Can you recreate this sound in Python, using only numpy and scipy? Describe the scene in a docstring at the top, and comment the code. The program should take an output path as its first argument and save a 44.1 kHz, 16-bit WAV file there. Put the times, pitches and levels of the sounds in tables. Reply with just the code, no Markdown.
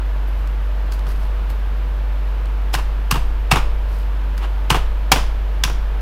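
"""Six hard, cracking chops of a heavy kitchen knife through the backbone of a large fish.
Before and between them the blade ticks and scrapes on wet skin. Each blow splinters bone, thumps the
fish on a plastic board, makes the board clatter and sets the steel counter swaying. Behind it all, a
refrigeration motor hums and an extractor fan rushes in the small hard-walled kitchen."""
import sys
import numpy as np
from scipy import signal
from scipy.fft import rfft, irfft, next_fast_len
from scipy.io import wavfile
from scipy.ndimage import uniform_filter1d, map_coordinates

SR = 44100
rng = np.random.default_rng(int(sys.argv[2]) if len(sys.argv) > 2 else 0)


def log_audio(samples):
    """Write samples as a 16-bit WAV file to the path given in sys.argv[1]."""
    # one column per channel
    frames = np.atleast_2d(samples).T
    # limit to full scale, then quantise
    limited = np.clip(frames, -1, 1)
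    pcm = np.round(limited * 32767).astype(np.int16)
    wavfile.write(sys.argv[1], SR, pcm)


N = 265041
TIME = np.arange(N) / SR
HIT_TIME = np.arange(SR // 4) / SR

# resonances of the plastic board: pitch_hz, width_hz, level_db
BOARD_MODES = [(252, 74, 0), (376, 120, -1.5), (506, 42, -7), (715, 20, 1), (903, 123, 3), (980, 130, 6.5),
               (1200, 320, -5), (1413, 76, -9.5)]
# tone of splintering bone, also of the flesh under a tick: freq_hz, level_db
SPLINTER_EQ = [(400, -24), (1200, 6.5), (1700, 3.5), (2500, -1), (4500, -2), (6500, -8.5), (9000, -9),
               (15000, -22)]
# tone of a bright snap or wet slap: freq_hz, level_db
SNAP_EQ = [(1000, -4.5), (3500, 1.5), (5500, 2.5), (8000, -5.5), (11000, -4.5), (16000, -11)]
# tone of fish and board knocking: freq_hz, level_db
THUD_EQ = [(80, -12), (190, -3.5), (330, -0.5), (550, -1.5), (1000, 2.5), (1500, -0.5), (2100, -7.5),
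           (2900, -4), (4500, -17.5), (15000, -38)]
# strokes through the backbone: start_s, crack_db, rise_s, through_bone_s, far_crack_db, far_ring_hz,
# knock_db, knock_hz, ring_db, ring_hz, snap_db, weight_db, landing_db, bounce_db, board_flight_s
# (knock_db, ring_db and snap_db are offsets from crack_db)
CHOPS = [(2.7422, -21, 0.0044, 0.0085, -18.5, 1580, 7, 783, -11, 3960, 0, -21.5, -29, -27.5, .034),
         (3.1126, -17.5, 0.0015, 0.0093, -20, 1620, 7.5, 1140, -5, 2660, 5, -12, -17.5, -27.5, .045),
         (3.5164, -9.5, 0.0023, 0.0062, -16.5, 2250, 3, 787, 8, 2670, -6.5, -7, -12, -16.5, 0.042),
         (4.7045, -15.5, 0.0023, .0063, -17, 1490, 8, 900, 8, 2900, -0.5, -9.5, -13, -17, .041),
         (5.1190, -8.5, 0.00093, .0052, -10, 3210, 4.5, 763, 2, 2300, 4.5, -14, -14.5, -23, .0415),
         (5.6383, -15, 0.00094, 0.012, -25.5, 2750, -7, 1190, 6, 3430, 2, -20.5, -22.5, -38, .0605)]
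# the fish is pressed or nudged on the board: start_s, knock_db, brightness_db, weight_db
NUDGES = [(1.067, -37, -7, -31), (4.441, -31, -10, -45)]


def amp(db):
    """Decibels to gain."""
    return 10 ** (np.asarray(db) / 20)


def unit(x):
    """Scale to rms 1."""
    return x / np.sqrt(np.mean(x ** 2) + 1e-20)


def along(points, hz):
    """Read a curve of (freq_hz, value) points on a log frequency axis."""
    freqs, values = np.transpose(points)
    return np.interp(np.log(hz + 1), np.log(freqs + 1), values)


def fade(t, t60):
    """A decay of 60 dB in t60 seconds."""
    return np.exp(-np.log(1000) * t / np.maximum(t60, 1e-3))


def add(track, start_s, sound):
    """Mix a sound into the track."""
    part = track[max(round(start_s * SR), 0):][:len(sound)]
    part += sound[:len(part)]


def wobble(rate_hz):
    """A smooth random curve through rate_hz points a second."""
    return map_coordinates(rng.standard_normal(int(N * rate_hz / SR) + 4), [TIME * rate_hz])


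def colour(x, eq):
    """Minimum-phase EQ of unit power: nothing rings ahead of an attack."""
    size = 2 * next_fast_len(len(x) // 2 + 4096)
    gain = unit(amp(along(eq, np.fft.rfftfreq(size, 1 / SR))))
    cepstrum = irfft(np.log(gain))
    cepstrum[1:size // 2] *= 2
    cepstrum[size // 2 + 1:] = 0
    return irfft(rfft(x, size) * np.exp(rfft(cepstrum)))[:len(x)]


def resonate(x, modes):
    """Unit-power bank of (pitch_hz, width_hz, level_db) resonances in alternating polarity."""
    size = 2 * next_fast_len(len(x) // 2 + 4096)
    f = np.fft.rfftfreq(size, 1 / SR)
    response = sum((-1) ** k * amp(db) * 1j * f * width / (hz * hz - f * f + 1j * f * width)
                   for k, (hz, width, db) in enumerate(modes))
    return irfft(rfft(x, size) * response / np.sqrt(np.mean(abs(response) ** 2)))[:len(x)]


def grains(size, spiky_db):
    """Crackle of rms 1: noise that jumps to a new level every 8 samples."""
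    noise = rng.standard_normal(size)
    strength = amp(spiky_db * np.clip(rng.standard_normal(size // 8 + 1), -2, 2))
    return unit(noise * strength.repeat(8)[:size])


def burst(lead_s, rise_s, t60, spiky_db):
    """Crackle that builds until lead_s, then dies away."""
    t = HIT_TIME - lead_s
    return grains(len(t), spiky_db) * np.exp(np.minimum(t, 0) / rise_s) * fade(np.maximum(t, 0), t60)


def ring(hz, t60):
    """One damped resonance, slightly unsteady in phase."""
    drift = 0.023 * np.cumsum(rng.standard_normal(len(HIT_TIME)))
    return np.sin(2 * np.pi * hz * HIT_TIME + drift) * fade(HIT_TIME, t60)


def machines(motor_hz=48.975):
    """A motor hums with faint overtones over the fan's rush, a low rumble and a thin high hiss."""
    # overtones of the refrigeration motor: harmonic_number, level_db
    harmonics = [(3, -55), (4, -54.5), (6, -54), (7, -59.5), (9, -56.5), (10, -52.5), (12, -55.5),
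                 (13, -55.5), (18, -54.5), (20, -55.5)]
    # tone of the extractor fan: freq_hz, level_db
    fan_eq = [(20, 3), (60, 2), (140, 5.5), (230, -2), (500, -1.5), (1000, -2), (1650, -5.5), (2000, -9.5),
              (2900, -11.5), (4500, -21), (7500, -32.5), (11000, -32.5), (14000, -31), (16000, -37)]
    phase = 2 * np.pi * motor_hz * TIME + 0.037 * wobble(1.274)
    hum = amp(-18.5 + 0.11 * wobble(10)) * np.cos(phase)
    overtones = sum(amp(db + 1.35 * wobble(3.12)) * np.cos(k * phase + rng.uniform(0, 2 * np.pi))
                    for k, db in harmonics)
    air = amp(-37.5 + 0.15 * wobble(1.6)) * unit(colour(rng.standard_normal(N), fan_eq))
    rumble = unit(resonate(rng.standard_normal(N), [(21.4, 4.4, 5), (73, 9.6, 5), (138, 6, -19)]))
    hiss = unit(resonate(rng.standard_normal(N), [(12650, 550, 0)]))
    return np.sqrt(2) * (hum + overtones) + air + amp(-39) * rumble + amp(-67) * hiss


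def kitchen_reverb(x, build_s=0.0012, predelay_s=0.005):
    """Steel and tile scatter each sound into a diffuse tail, every band dying at its own speed."""
    # decay of the room: freq_hz, t60_s
    decay_times = [(100, 0.37), (500, 0.49), (1500, 0.41), (4000, 0.43), (8000, 0.32), (15000, 0.3)]
    frames = dict(fs=SR, nperseg=256, noverlap=192)
    hz, t, spectrum = signal.stft(x, **frames)
    power = uniform_filter1d(abs(spectrum) ** 2, size=3, axis=0)
    lag = t[t < 0.5]
    decay = (fade(lag, along(decay_times, hz)[:, None]) * (1 - np.exp(-lag / build_s))) ** 2
    energy = abs(signal.fftconvolve(power, decay / decay.sum(1, keepdims=True), axes=1))[:, :len(t)]
    scatter = signal.stft(rng.standard_normal(N), **frames)[2]
    tail = signal.istft(scatter * np.sqrt(energy / np.mean(abs(scatter) ** 2)), **frames)[1]
    return np.pad(tail, (round(predelay_s * SR), 0))[:N]


def blade_on_skin(lead_s=0.004):
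    """Small wet ticks, crackling scrapes and thin squeaks as the blade finds its place."""
    # blade and glove touch wet skin: start_s, level_db
    touches = [(.474, -30.5), (.9225, -21.5), (.993, -28.5), (1.069, -31), (1.118, -32), (1.16, -32),
               (1.502, -29), (2.457, -32.5), (4.379, -22.5)]
    # the edge scrapes through scales: centre_s, level_db, half_length_s, body_offset_db, squeak_offset_db
    scrapes = [(.285, -64, .018, -5, 6), (.4, -63, .08, -14, -6), (.935, -45, .018, 0, -16),
               (1.1, -47, 0.03, 4, -6), (1.22, -55, .054, -7, -14), (1.506, -49, 0.014, 11.5, -2),
               (3.958, -52, 0.084, -4, -18), (4.384, -47, .0093, -3, -18), (4.438, -53.5, 0.024, 23, -18)]
    # tone of skin and scales: freq_hz, level_db
    skin_eq = [(1000, -10), (3000, -11), (4500, 4.5), (7000, -5.5), (13000, -3), (16000, -10)]
    # faint squeak of the sliding edge: pitch_hz, width_hz, level_db
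    squeak_modes = [(9700, 160, -8), (12760, 160, -2)]
    ticks, scrape_env, body_env, squeak_env = np.zeros((4, N))
    for s, db in touches:
        touch = amp(db) * burst(lead_s, rise_s=0.00029, t60=0.016, spiky_db=3.5)
        flesh = amp(-6.5) * colour(touch, SPLINTER_EQ)
        add(ticks, s - lead_s, amp(-18.5) * colour(touch, skin_eq) + flesh)
    for s, db, half_s, body_db, squeak_db in scrapes:
        stroke = amp(db) * np.exp(-((TIME - s) / half_s) ** 2)
        scrape_env += stroke
        body_env += amp(body_db) * stroke  # firm pressure drives the board too
        squeak_env += amp(squeak_db) * stroke
    body = amp(-2.5) * colour(grains(N, spiky_db=6), THUD_EQ)
    body += amp(-7) * resonate(grains(N, spiky_db=5), BOARD_MODES)
    scales = colour(grains(N, spiky_db=10), skin_eq)
    squeak = resonate(rng.standard_normal(N), squeak_modes)
    return ticks + scrape_env * scales + body_env * body + squeak_env * squeak


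def counter_loads(lag_s=0.0034):
    """The weight of each stroke, landing and nudge meets the counter: start_s, thump_db, sway_db."""
    for s, _, _, through_s, *_, weight_db, _, _, flight_s in CHOPS:
        pushed_s = s + through_s + lag_s  # just after the bone parts
        sway_db = -12.5 + 0.34 * weight_db
        yield pushed_s, weight_db, sway_db
        yield pushed_s + flight_s, weight_db - 8, sway_db - 13
    for s, _, _, weight_db in NUDGES:
        yield s + lag_s, weight_db, weight_db + 6


def steel_counter(sway_hz=18.6, sway_peak_s=0.11, attack_s=0.0055):
    """The steel top thumps at once; the whole counter then rocks on its legs."""
    # resonances of the top under the board: pitch_hz, level_db, t60_s
    top_modes = [(107, -4, 0.11), (131.4, -2, 0.14), (150.4, 1, 0.1), (187, 5.5, 0.03)]
    out, t = np.zeros(N), np.arange(SR * 3 // 4) / SR
    thump = -sum(amp(db) * np.sin(2 * np.pi * hz * t) * fade(t, t60) for hz, db, t60 in top_modes)
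    thump *= 1 - np.exp(-t / attack_s)
    swell = (t / sway_peak_s * np.exp(1 - t / sway_peak_s)) ** 2
    sway = swell * np.cos(2 * np.pi * sway_hz * t)
    for s, thump_db, sway_db in counter_loads():
        add(out, s, amp(thump_db) * thump + amp(sway_db) * sway)
    return out


def board_knocks(bounce_gap_s=0.01, bounce_loss_db=8):
    """Four knocks to a stroke, one to a nudge: start_s, level_db, brightness_db, t60_s."""
    for s, _, _, through_s, *_, land_db, bounce_db, flight_s in CHOPS:
        yield s + 3.1 * through_s, land_db - 3.5, 1, 0.075  # the board is driven down
        yield s + flight_s, land_db, 0, 0.041  # it lands after flying up
        for k in range(2):  # and bounces twice
            yield s + flight_s + (k + 1) * bounce_gap_s, bounce_db - k * bounce_loss_db, 0, 0.1
    for s, db, bright_db, _ in NUDGES:
        yield s, db, bright_db, 0.075


def board_clatter(lead_s=0.01):
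    """Board and fish jump and land again in dull knocks, each with a wet slap."""
    out = np.zeros(N)
    for s, db, bright_db, t60 in board_knocks():
        thud = colour(burst(lead_s, rise_s=0.0014, t60=t60, spiky_db=1.5), THUD_EQ)
        board = resonate(burst(lead_s, rise_s=0.00027, t60=0.68 * t60, spiky_db=0.5), BOARD_MODES)
        slap = colour(burst(lead_s, rise_s=0.00079, t60=0.9 * t60, spiky_db=2), SNAP_EQ)
        knock = amp(-1) * thud + amp(-3) * board + amp(bright_db - 14.5) * slap
        add(out, s - lead_s, amp(db) * knock)
    return out


def bone_crack(rise_s, t60, knock_db, knock_hz, ring_db, ring_hz, snap_db, lead_s):
    """The edge tears in and bone splinters; where it lands sets the pitch of the knock and the ring."""
    # resonances of the blade in bone: pitch_hz, width_hz, level_db
    bone_modes = [(1620, 160, 3), (1930, 82, -16), (2310, 52, 8), (2517, 33, 10), (2780, 110, 10),
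                  (3400, 160, -13), (3740, 140, -6)]
    splinters = amp(1) * colour(burst(lead_s, rise_s, t60, spiky_db=0.5), SPLINTER_EQ)
    bone = amp(-7) * resonate(burst(lead_s, rise_s, 1.3 * t60, spiky_db=5.5), bone_modes)
    board = amp(knock_db - 6.5) * resonate(burst(lead_s, rise_s, 0.5 * t60, spiky_db=-8.5), BOARD_MODES)
    snap = amp(snap_db) * colour(burst(lead_s, rise_s, t60, spiky_db=2), SNAP_EQ)
    crack = splinters + bone + board + snap
    # flesh damps both rings within a few dozen cycles
    rings = amp(knock_db + 0.5) * ring(knock_hz, t60=0.036) + amp(ring_db) * ring(ring_hz, t60=0.021)
    add(crack, lead_s - 0.001, rings)
    return crack


def knife_chops(lead_s=0.015):
    """Each stroke breaks the near side of the bone; the far side gives way at once and sounds duller."""
    out = np.zeros(N)
    for (s, db, rise_s, through_s, far_db, far_hz,
         knock_db, knock_hz, ring_db, ring_hz, snap_db, *_) in CHOPS:
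        near = bone_crack(rise_s, t60=0.03, knock_db=knock_db, knock_hz=knock_hz,
                          ring_db=ring_db, ring_hz=ring_hz, snap_db=snap_db, lead_s=lead_s)
        far = bone_crack(rise_s=0.00057, t60=0.038, knock_db=3.5, knock_hz=1042,
                         ring_db=6, ring_hz=far_hz, snap_db=-7.5, lead_s=lead_s)
        add(out, s - lead_s, amp(db) * near)
        add(out, s + through_s - lead_s, amp(far_db) * far)
    return out


def scene():
    """Knife work and its room tail over the bed of machines, in mono."""
    chops, clatter, skin = knife_chops(), board_clatter(), blade_on_skin()
    reverb = kitchen_reverb(amp(-11) * (chops + clatter) + amp(-8.5) * skin)
    return (chops + clatter + skin + steel_counter() + reverb + machines())[None]


def record(dry, top_hz=15900):
    """A soft clip flattens the loudest cracks at full scale; a steep low-pass cuts the very top."""
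    clipped = dry / (1 + abs(dry) ** 12) ** (1 / 12)
    size = next_fast_len(N + SR // 4)
    rolloff = 1 + (np.fft.rfftfreq(size, 1 / SR) / top_hz) ** 300
    return irfft(rfft(clipped, size) / rolloff, size)[..., :N]


dry = scene()
out = record(dry)
log_audio(out)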